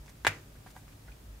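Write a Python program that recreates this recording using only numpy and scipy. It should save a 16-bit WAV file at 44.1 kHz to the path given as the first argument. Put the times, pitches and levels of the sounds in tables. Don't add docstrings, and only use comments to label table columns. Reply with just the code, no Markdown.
import sys
import numpy as np
from scipy import signal
from scipy.io import wavfile

SR = 44100
rng = np.random.default_rng(int(sys.argv[2]) if len(sys.argv) > 2 else 0)


def output_pcm(signal):
    pcm = np.clip(np.atleast_2d(signal).T, -1, 1) * 32767
    wavfile.write(sys.argv[1], SR, np.round(pcm).astype(np.int16))


def invert_db(x):
    u = np.asarray(x, float) / 20
    return 10 ** u


N = 61739

# f/Hz, level/dB per Hz
AIR_SPECTRUM = [(25, -98), (50, -82.5), (150, -82.5), (400, -92.5), (1200, -100), (3500, -105),
                (9000, -107), (15000, -109)]
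# f/Hz, level/dB
AIR_SIDE_OVER_MID = [(60, -28), (180, -11.5), (550, -1), (1650, 0.5), (5000, -1), (15000, -3)]
# f/Hz, width/Hz, level/dB
HUM_RESONANCES = [(53.36, 3.8, -55), (101.5, 11.7, -59), (141.2, 11, -63), (285.2, 14, -72),
                  (623, 2.6, -78)]
# t/s, level/dB
HUM_SWELL = [(0.0, -50), (0.07, -64), (0.1, -64), (0.408, -54), (0.45, -70), (0.486, -58.5), (1.066, -60.5),
             (1.102, -52.5), (1.186, -71), (1.242, -51), (1.362, -55.5), (1.4, -64)]
# t/s, level/dB, f/Hz, spread/s, ring length/cycles
FINGER_TICKS = [(0.0616, -41.5, 5850, 0.0084, 5), (.061, -49.5, 900, 0.0022, 8),
                (.0806, -47, 2200, 0.00082, 5), (0.0804, -47, 5530, 0.0012, 3.6),
                (0.081, -53, 900, 0.0046, 6), (0.095, -41, 5350, 0.0066, 6.6),
                (0.095, -55, 2000, 0.0056, 8.4), (.095, -50, 900, 0.0036, 7.3),
                (0.097, -46, 7800, 0.0032, 12), (0.554, -48, 1290, .008, 4.2),
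                (.607, -54, 900, 0.0034, 4.5), (.663, -46, 850, 0.0048, 10),
                (.667, -43.5, 1660, 0.0082, 5.1), (.705, -39.5, 4450, .004, 1.8),
                (0.754, -47, 990, 0.0035, 6.2), (.7638, -43, 850, .006, 10),
                (0.7647, -42.5, 1660, 0.00529, 8.5), (0.7636, -45.5, 3300, 0.0088, 5),
                (0.777, -51, 1500, 0.0025, 5.4), (0.8802, -40, 2200, 0.0011, 2.4),
                (1.0809, -48.5, 700, 0.00593, 12), (1.078, -49.5, 1970, 0.004, 12),
                (1.0842, -49.5, 1496, .003, 30), (1.118, -52, 2450, .003, 27)]
# t/s, length/s, level/dB, f/Hz
SKIN_RUBS = [
    (0.061, .07, -66, 6000),
    (0.64, 0.065, -68.5, 7000),
    (0.651, 0.059, -62.5, 1500),
    (0.695, 0.033, -62.5, 7000),
    (0.732, 0.088, -65, 7900),
    (0.87, 0.036, -68.5, 6000),
    (0.91, 0.034, -65.5, 1800),
    (1.028, 0.14, -71, 1600),
    (1.11, 0.034, -70, 3200),
]
# f/Hz, near level/dB, near t60/s, far level/dB, far t60/s
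ROOM_DECAY = [(100, -34, .08, -41, .4), (330, -21.5, 0.059, -20.5, 0.64), (694, -19.5, .03, -20.5, 0.39),
              (1210, -8, 0.069, -20, 0.38), (2110, -2.7, 0.037, -10, 0.26), (3300, -16, 0.039, -25, 0.3),
              (7000, -18.5, 0.043, -36, 0.52), (14300, -30, 0.062, -49, 0.19)]
# f/Hz, correlation/1
ECHO_LIKENESS = [(100, .98), (400, 1), (900, 0.56), (2000, 0.13), (4000, 0.04), (12000, .3)]
# t/s, level/dB, pan left minus right/dB, crumbling after-sound level/dB
SHELL_SNAPS = [
    (0.2486, -22, 1.7, -22.5),
    (0.2675, -12, -2, -12),
]
# delay t/s, level/dB
SNAP_SLIPS = [
    [(0.0002, 8), (0.0018, 1.5), (0.0045, -14)],
    [(0.00015, 3.5), (0.0011, -7), (0.0019, -20)],
]
# f/Hz, t60/s, first snap level/dB, second snap level/dB
SHELL_MODES = [(337, 0.014, -12, -7), (900, 0.0078, -5.5, 0), (1640, 0.007, -4, -3),
               (2200, 0.0067, -18, -6.5), (3200, 0.0021, -9.5, -5.5), (4380, 0.0021, -9.5, -8.5),
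               (5700, 0.0049, -19.5, -21.5), (7200, 0.0015, -20, -7.5), (9550, 0.0024, -20.5, -20),
               (13300, 0.0013, -30, -25)]
# delay t/s, f/Hz, level/dB, t60/s
DESK_BOOMS = [
    (.010, 100, -31, 0.16),
    (0.014, 155, -38.5, 0.13),
    (.03, 300.2, -55, 0.53),
]

ECHO_RISE_S, ECHO_HOLD_S = 0.0022, 0.0086
FIRST_ECHO_DULL_HZ = 3560
BOOM_RISE_S = 0.0032


def rms_one(x):
    return x / np.sqrt(np.mean(x ** 2) + 1e-20)


def at_hz(points, hz, axis=1):
    points = np.array(points)
    return np.interp(np.log(hz), np.log(points[:, 0]), points[:, axis])


def click(s, db):
    return invert_db(db) * (np.arange(N) == int(s * SR))


def ring(clicks, hz, t60):
    radius = invert_db(-60 / (t60 * SR))
    angle = 2 * np.pi * hz / SR
    feedback = [1, -2 * radius * np.cos(angle), radius * radius]
    return signal.lfilter([0, np.sin(angle)], feedback, clicks + 1e-18)


def bands(size, alike_of, gain_at):
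    out = 0
    edges = 20 * 2 ** np.arange(0, 10.1, .5)
    settle = 8000
    white = rng.standard_normal((2, 2, size + settle))
    for k, (low, high) in enumerate(zip(edges, edges[1:])):
        sos = signal.butter(2, [low, min(high, .45 * SR)], "band", fs=SR, output="sos")
        mid, side = signal.sosfilt(sos, white[k % 2])[:, settle:]
        hz = np.sqrt(low * high)
        alike = np.clip(alike_of(hz), -1, 1)
        stereo = np.sqrt(1 + alike) * mid + np.sqrt(1 - alike) * side * [[1], [-1]]
        out = out + gain_at(hz) * stereo
    return out


def air():
    def alike(hz):
        return np.tanh(-at_hz(AIR_SIDE_OVER_MID, hz) * np.log(10) / 20)

    def gain(hz):
        return invert_db(at_hz(AIR_SPECTRUM, hz)) * np.sqrt(SR / 2 / (1 + alike(hz)))

    return bands(N, alike, gain)


def hum():
    s, db = np.transpose(HUM_SWELL)
    swell = invert_db(np.interp(np.arange(N) / SR, s, db - db.mean()))
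    out = 0
    for k, (hz, width, level_db) in enumerate(HUM_RESONANCES):
        noise = rng.standard_normal(N + SR)
        tone = ring(noise, hz, 2.2 / width)[SR:]
        out = out + invert_db(level_db) * rms_one(tone) * (swell if k == 0 else 1)
    return out


def ticks():
    out = np.zeros(N)
    draws = rng.random((len(FINGER_TICKS), 2, 5))
    for (s, db, hz, spread, cycles), (when, size) in zip(FINGER_TICKS, draws):
        clicks = click(s, db)
        places = ((s + spread * when) * SR).astype(int)
        np.add.at(clicks, places, (size - .5) * 1.4 * invert_db(db))
        out += ring(clicks, hz, cycles / hz)
    return out


def rubs():
    t, out = np.arange(N) / SR, 0
    for s, length, db, hz in SKIN_RUBS:
        sos = signal.butter(1, [hz * .5, min(hz * 1.7, .45 * SR)], "band", fs=SR, output="sos")
        mid, side = rms_one(signal.sosfilt(sos, rng.standard_normal((2, N))))
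        swell = np.sin(np.pi * np.clip((t - s) / length, 0, 1))
        out = out + invert_db(db) * swell * (mid + 0.75 * side * [[1], [-1]])
    return out


def room(x):
    t = np.arange(SR // 2) / SR

    def fade(hz):
        near_db, near_t60, far_db, far_t60 = (at_hz(ROOM_DECAY, hz, axis=k) for k in range(1, 5))
        near = invert_db(near_db - 60 * np.maximum(t - ECHO_HOLD_S, 0) / near_t60)
        far = invert_db(far_db - 60 * t / far_t60)
        return near + far

    echo = bands(len(t), lambda hz: at_hz(ECHO_LIKENESS, hz), fade)
    echo = echo * (1 - np.exp(-(t / ECHO_RISE_S) ** 2))
    return signal.fftconvolve(echo, x[None], axes=1)[:, :N]


def snap(k):
    s, db = SHELL_SNAPS[k][:2]
    push = click(s, db)
    for j, (lag, slip_db) in enumerate(SNAP_SLIPS[k]):
        push = push - click(s + lag, db + slip_db) * (-1) ** j
    out = 0
    for j, mode in enumerate(SHELL_MODES):
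        sign = (-1) ** (j + k + 1)
        out = out + sign * invert_db(mode[2 + k]) * ring(push, mode[0], mode[1])
    return out


def booms():
    t, out = np.arange(N) / SR, 0
    for lag, hz, db, t60 in DESK_BOOMS:
        since = np.maximum(t - SHELL_SNAPS[-1][0] - lag, 0)
        envelope = invert_db(db - 60 * since / t60) * (1 - np.exp(-since / BOOM_RISE_S))
        out = out + envelope * np.sin(2 * np.pi * hz * since)
    return out


def scene():
    touches = ticks()
    direct = 0
    for k, row in enumerate(SHELL_SNAPS):
        pan = invert_db([[row[2] / 2], [-row[2] / 2]])
        direct = direct + snap(k) * pan
    first, second = (click(row[0], row[3]) for row in SHELL_SNAPS)
    pole = np.exp(-2 * np.pi * FIRST_ECHO_DULL_HZ / SR)
    dull_first = signal.lfilter([1 - pole], [1, -pole], first)
    sent = dull_first + second + invert_db(-26) * touches
    return direct + touches + room(sent) + booms() + air() + hum() + rubs()


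def low_pass(x):
    return signal.sosfilt(signal.butter(12, 16650, fs=SR, output="sos"), x)


def record(dry):
    cut = signal.sosfilt(signal.cheby2(16, 30, 15900, fs=SR, output="sos"), dry)
    cut = signal.sosfilt(signal.cheby2(16, 50, 16700, fs=SR, output="sos"), cut)
    cut = signal.sosfilt(signal.butter(2, 28, "high", fs=SR, output="sos"), cut)
    return low_pass(cut)


dry = scene()
out = record(dry)
output_pcm(out)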